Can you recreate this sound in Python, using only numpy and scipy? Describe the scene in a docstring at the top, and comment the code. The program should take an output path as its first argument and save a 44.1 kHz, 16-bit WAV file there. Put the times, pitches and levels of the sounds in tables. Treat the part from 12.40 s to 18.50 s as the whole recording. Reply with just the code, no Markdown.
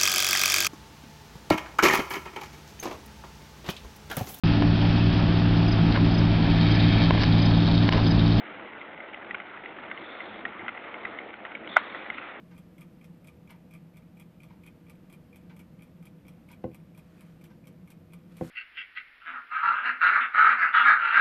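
"""From the start a wind-up timer ticks on a studio table, its escapement ringing the case about four
times a second, while a wall clock steps once a second further off. Under them sit a low rumble in the
table's resonances and the hiss of a phone microphone. At 4.2 s something knocks the table lightly,
then a sleeve brushes it. At 5.9 s the sleeve starts a firmer slide, and a second knock lands at 6 s."""
import sys
import numpy as np
from scipy import signal
from scipy.fft import rfft, irfft, next_fast_len
from scipy.io import wavfile
from scipy.ndimage import uniform_filter1d, map_coordinates

SR = 44100
rng = np.random.default_rng(int(sys.argv[2]) if len(sys.argv) > 2 else 0)


def file_out(sig):
    """Save sig as 16-bit WAV at sys.argv[1]."""
    # one column per channel
    cols = np.atleast_2d(sig).T
    # limit, then scale
    lim = np.clip(cols, -1, 1)
    pcm = np.round(lim * 32767).astype(np.int16)
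    wavfile.write(sys.argv[1], SR, pcm)


N = 269002


def timer():
    """Each escapement contact rings the case and gives a steel click; returns (body, steel) layers."""
    case_modes = [(1210, -19.5, 0.15), (2162, -3, 0.024), (2320, -0.5, 0.031), (2425, 0.5, 0.026),
                  (2654, -13.5, 0.028), (3280, -8, 0.018)]  # modes of the case: f/Hz, level/dB, t60/s
    steel_spectrum = [(2060, -2), (3500, -5), (3980, -11), (6110, -9.5), (6860, -15), (7700, -7),
                      (11600, -6), (12800, -4), (14000, -10)]  # colour of the click: f/Hz, density/dB
    steel_peaks = [(3233, 300, 1.5), (7610, 72, 1.5), (9470, 120, 1.5), (10800, 110, -11), (12900, 150, -7),
                   (13100, 130, 3)]  # resonances of the steel: f/Hz, width/Hz, lift/dB
    spread_db, detune = 3, 0.013  # each contact finds the modes at new strengths, slightly shifted
    t, case, contacts = np.arange(SR // 12) / SR, np.zeros(N + SR), escapement()
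    scatters = rng.standard_normal((len(contacts), len(case_modes), 2)) * [spread_db, detune]
    attack = (1 - np.exp(-t / 0.0014)) ** 2
    for (start, ring_db, _, _), scatter in zip(contacts, scatters):
        ring = sum(damped_sine(t, hz * (1 + shift), db + extra_db, t60)
                   for (hz, db, t60), (extra_db, shift) in zip(case_modes, scatter))
        place(case, start, amp(ring_db + 2.5) * ring * attack)
    clicks = bursts([(start, db, t60) for start, _, db, t60 in contacts], attack_s=0.00023)
    base_jolt = filtered(clicks, resonances([(920, 116, -0.73), (1710, 590, -0.36)]))
    steel = filtered(clicks, lifted(steel_spectrum, steel_peaks))
    return case[:N] + amp(14.5) * base_jolt, amp(10.5) * steel


def escapement():
    """Release, push, lock, drop and rebound of every beat, as (t/s, ring/dB, click/dB, click t60/s)."""
    # beats, tick and tock in turn: lock t/s, steel click/dB, case ring/dB, release ring/dB
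    beats = [(0.179, -59, -49, -57), (0.409, -61.5, -46, -52.5), (0.643, -59, -52.5, -53),
             (0.872, -61, -50.5, -53.5), (1.105, -56.5, -52, -53.5), (1.337, -61.5, -48, -54.5),
             (1.570, -59, -48, -59.5), (1.798, -60, -47.5, -57), (2.033, -58, -49.5, -51.5),
             (2.263, -61.5, -46.5, -54.5), (2.497, -56.5, -48, -59), (2.726, -61, -51.5, -52),
             (2.959, -57.5, -48, -54.5), (3.192, -61, -51, -51.5), (3.422, -59, -50, -57),
             (3.654, -61, -50.5, -56), (3.882, -57, -50, -59), (4.115, -60.5, -51, -53),
             (4.3456, -56.5, -48.5, -61), (4.576, -61.5, -53, -58), (4.808, -57, -55, -59),
             (5.040, -60.5, -56.5, -53.5), (5.271, -56, -54, -61), (5.503, -59.5, -53, -54),
             (5.734, -55.5, -48, -62), (5.968, -59.5, -53, -70)]
    # release of a tick and of a tock: lead on the lock/s, click against its ring/dB, click t60/s
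    releases = [(.031, -17.5, 0.033), (.028, -14, .06)]
    # push, lock, drop and rebound, relative to their beat: t/s, ring/dB, click/dB, click t60/s
    tick = [(-.014, -6.5, -15, .03), (0, -0.9, 1.5, 0.018), (.007, -11.5, -11, 0.059),
            (.054, -15, -19, .03)]
    tock = [(-.008, -10, -20, 0.035), (0, -6.5, 2, 0.039), (.012, 0, -11, 0.055), (.019, -7, -14, .05)]
    play_s, play_db = 0.002037, 1
    contacts, play = [], rng.standard_normal((len(beats), len(tick), 2))
    for k, (lock, click_db, ring_db, release_db) in enumerate(beats):
        lead, under_db, t60 = releases[k % 2]
        contacts.append((lock - lead, release_db, release_db + under_db, t60))
        for (offset, ring, click, t60), (late, harder) in zip((tick, tock)[k % 2], play[k]):
            loose = abs(offset) > .003  # the lock itself has no play; the other contacts shift in time and strength
            start = lock + offset + loose * play_s * late
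            contacts.append((start, ring_db + ring + loose * play_db * harder, click_db + click, t60))
    return contacts


def wall_clock():
    """The second hand steps with a short rattle of gears; then the wheel lands with a woody tock."""
    steps = [(0.108, -68, -60), (1.093, -61.5, -74), (2.098, -70, -56.5), (3.094, -65.5, -57),
             (4.097, -65, -64), (5.099, -71, -66)]  # steps of the hand: t/s, rattle/dB, tock/dB
    body_modes = [(920, 93, -0.5), (1480, 200, -8), (2240, 360, -6), (3420, 650, -12), (4530, 3900, -16.5)]  # resonances that colour the rattle: f/Hz, width/Hz, level/dB
    frame_modes = [(900, -10.5), (965, 2.5), (1050, -18), (1560, -4)]  # modes of the clock's frame: f/Hz, level/dB
    gears = bursts([(start, db, .14) for start, db, _ in steps], attack_s=0.0038)
    rattle = filtered(gears, resonances(body_modes))
    t, tocks = np.arange(SR // 8) / SR, np.zeros(N)
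    envelope = amp(-60 * t / 0.053) * (1 - np.exp(-t / 0.0037))
    for start, _, db in steps:
        ring = sum(amp(level + rng.normal(0, 2.9)) * np.sin(2 * np.pi * (hz * t + rng.random()))
                   for hz, level in frame_modes)
        place(tocks, start + .009, amp(db + 3.5) * envelope * ring)
    return filtered(amp(29.5) * rattle + tocks, lambda hz: 1 / (1 + (hz / 5000) ** 4))  # dull with distance


def table_knocks():
    """A small tap, then a soft blow and one rebound that ring the table; a far wall returns the bass."""
    knocks = [(4.242, -29, -33.5), (6.0112, -28.5, -32)]  # hits on the table: t/s, blow/dB, tap/dB
    board_modes = [(127, -7, 1), (162, -7, -1), (207, -5, 1), (251, -5, 1), (328, 0, 1), (402, -8, 1),
                   (487, -2, 1), (521, 0, -1), (598, -10, -1), (651, -13, -1), (735, -4, -1), (911, -19, 1)]  # modes of the board: f/Hz, level/dB, side that moves first (+1 or -1)
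    tap_modes = [(78.7, -0.5, 0.11), (800, -10.5, 0.033), (1043, 0, 0.025), (1500, -16, 0.045),
                 (2050, -13, 0.031)]  # ring of the tap: f/Hz, level/dB, t60/s
    tap_lead_s, rebound_s, echo_s = .0022, .0116, .0385
    t, hits = np.arange(SR // 2) / SR, np.zeros(N + SR)
    ring = sum(side * damped_sine(t, hz, db, t60=.118 * (300 / hz) ** .95)  # high modes die sooner
               for hz, db, side in board_modes)
    ring *= 1 - np.exp(-t / .0005)
    tap = -sum(damped_sine(t, *mode) for mode in tap_modes) * (1 - np.exp(-t / 0.0019))
    for start, blow_db, tap_db in knocks:
        place(hits, start - tap_lead_s, amp(tap_db) * tap)
        place(hits, start, amp(blow_db) * ring)
        place(hits, start + rebound_s, amp(blow_db - 13) * ring)
    crack = bursts([(start - tap_lead_s, db, .04) for start, _, db in knocks], attack_s=0.00052)
    crack = filtered(crack, lambda hz: 1 / (1 + 1j * hz / 3000) ** 4)
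    wall_echo = lambda hz: 1 + amp(-25) * np.exp(-2j * np.pi * hz * echo_s) / (1 + 1j * hz / 350) ** 2
    return filtered(hits[:N] + amp(-3.5) * crack, wall_echo)


def sleeve():
    """Cloth sliding on the table: fibres catch in tiny slips; a firm slide is brighter than a brush."""
    spectrum = [(500, -18), (1200, 4.5), (2000, 0.5), (2800, -3), (5000, -10.5), (8500, -14),
                (14000, -16.5)]  # colour of the friction: f/Hz, density/dB
    slides = [(4.5, 0.23, 0.17, .15, -69.5, -3), (5.897, 0.021, .005, .03, -68, -12),
              (5.953, 0.093, .1, .1, -58.5, 5.5)]  # strokes of the sleeve: t/s, swell/s, hold/s, fade/s, level/dB, treble/dB
    ramp_db = 16  # rise over the swell time, fall over the fade time
    slips = amp(1.7 * unit(uniform_filter1d(rng.standard_normal(N), size=SR // 400)))
    cloth = unit(filtered(slips * rng.standard_normal(N), lambda hz: amp(along(spectrum, hz))))
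    dull = filtered(cloth, lambda hz: 1 / (1 + (hz / 5500) ** 4))
    t, out = np.arange(N) / SR, np.zeros(N)
    for start, swell, hold, fade, db, treble_db in slides:
        before_peak = 1 - (t - start) / swell
        after_hold = (t - start - swell - hold) / fade
        envelope = amp(db - ramp_db * np.maximum(0, np.maximum(before_peak, after_hold)))
        out += envelope * (dull + amp(treble_db) * (cloth - dull))
    return out


def room(x):
    """A short studio reverb whose treble dies first; every third of a second gets a new noise tail."""
    decay = [(200, 0.23), (1000, 0.21), (3000, 0.13), (12000, 0.058)]  # reverb time of the studio: f/Hz, t60/s
    out, block, predelay = np.zeros(N + SR), SR // 3, 200  # lengths in samples
    for i in range(0, N, block):
        hz, t, noise = signal.stft(rng.standard_normal(SR // 2), SR, nperseg=256)
        t60 = along(decay, hz)[:, None]
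        tail = signal.istft(noise * amp(-60 * t / t60), SR, nperseg=256)[1][:SR // 2]
        wet = signal.fftconvolve(x[i:i + block], tail / np.linalg.norm(tail))
        out[i + predelay:][:len(wet)] += wet
    return out[:N]


def table_rumble():
    """A low, heavy bed of noise, lifted at the table's resonances; its level wavers a little."""
    spectrum = [(15, -23.5), (40, -22.5), (75, -11.5), (120, -12), (135, -10.5), (170, -3), (250, -13.5),
                (346, -19), (390, -27), (494, -22.5), (668, -27.5), (1000, -32.5), (2490, -38),
                (6000, -52.5)]  # colour of the rumble: f/Hz, density/dB
    peaks = [(169.6, 18.2, 0.5), (340.5, 97, -4.5), (492, 34, 1.5), (630, 6.9, 8), (728, 13, -10),
             (1208, 3, 3.5)]  # resonances of the table: f/Hz, width/Hz, lift/dB
    level_db, waver_db = -51.5, 0.31
    waver = map_coordinates(rng.standard_normal(3 * N // SR + 4), [np.arange(N) * 3 / SR])
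    bed = unit(filtered(rng.standard_normal(N), lifted(spectrum, peaks)))
    return amp(level_db + waver_db * waver) * bed


def microphone_hiss():
    """The microphone's own steady noise."""
    spectrum = [(2000, -19), (5000, 2), (8000, -9.5), (10500, -6), (12500, 4), (14000, 5.5)]  # colour of the hiss: f/Hz, density/dB
    return amp(-77) * unit(filtered(rng.standard_normal(N), lambda hz: amp(along(spectrum, hz))))


def amp(db):
    """Gain of a level in dB."""
    return 10 ** (np.asarray(db) / 20)


def unit(x):
    """x at rms 1."""
    return x / np.sqrt(np.mean(x ** 2) + 1e-20)


def place(track, start, sound):
    """Mix a sound into a track at start/s."""
    track[round(start * SR):][:len(sound)] += sound


def damped_sine(t, hz, db, t60):
    """One ringing mode, falling 60 dB in t60/s."""
    return amp(db - 60 * t / t60) * np.sin(2 * np.pi * hz * t)


def bursts(events, attack_s):
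    """Noise that starts at each (t/s, level/dB, t60/s) and dies away."""
    t, envelope = np.arange(SR // 6) / SR, np.zeros(N + SR)
    for start, db, t60 in events:
        place(envelope, start, amp(db - 60 * t / t60) * (1 - np.exp(-t / attack_s)))
    return envelope[:N] * rng.standard_normal(N)


def along(points, hz):
    """Curve through (f/Hz, value) points on a log frequency axis."""
    f, values = np.transpose(points)
    return np.interp(np.log(hz + 1), np.log(f + 1), values)


def filtered(x, response):
    """x through a complex frequency response."""
    size = next_fast_len(N + SR // 2)
    return irfft(rfft(x, size) * response(np.fft.rfftfreq(size, 1 / SR)), size)[..., :N]


def resonances(modes):
    """Causal response of (f/Hz, width/Hz, level/dB) modes of alternating polarity."""
    return lambda hz: sum((-1) ** k * amp(db) * 1j * hz * width / (f * f - hz * hz + 1j * hz * width)
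                          for k, (f, width, db) in enumerate(modes))


def lifted(spectrum, peaks):
    """EQ curve of a spectrum raised at a few (f/Hz, width/Hz, lift/dB) peaks."""
    lift = lambda hz: sum(amp(db) / (1 + (2 * (hz - f) / width) ** 2) for f, width, db in peaks)
    return lambda hz: amp(along(spectrum, hz)) * (1 + lift(hz))


def scene():
    """Mono mix: ticks and knocks with their reverb, the dry sleeve, and a bed of rumble and hiss."""
    (body, steel), clock, knocks = timer(), wall_clock(), table_knocks()
    reverb = room(amp(-12) * body + amp(-4) * steel + amp(-6.5) * clock + amp(-13.5) * knocks)
    return (body + steel + clock + knocks + reverb + table_rumble() + sleeve() + microphone_hiss())[None]


def record(dry):
    """The phone's treble drops by a step near the top and ends at its band limit."""
    step_hz, limit_hz = 13950, 15100
    return filtered(dry, lambda hz: np.where(hz < step_hz, 1, amp(-27)) * (hz < limit_hz))


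dry = scene()
out = record(dry)
file_out(out)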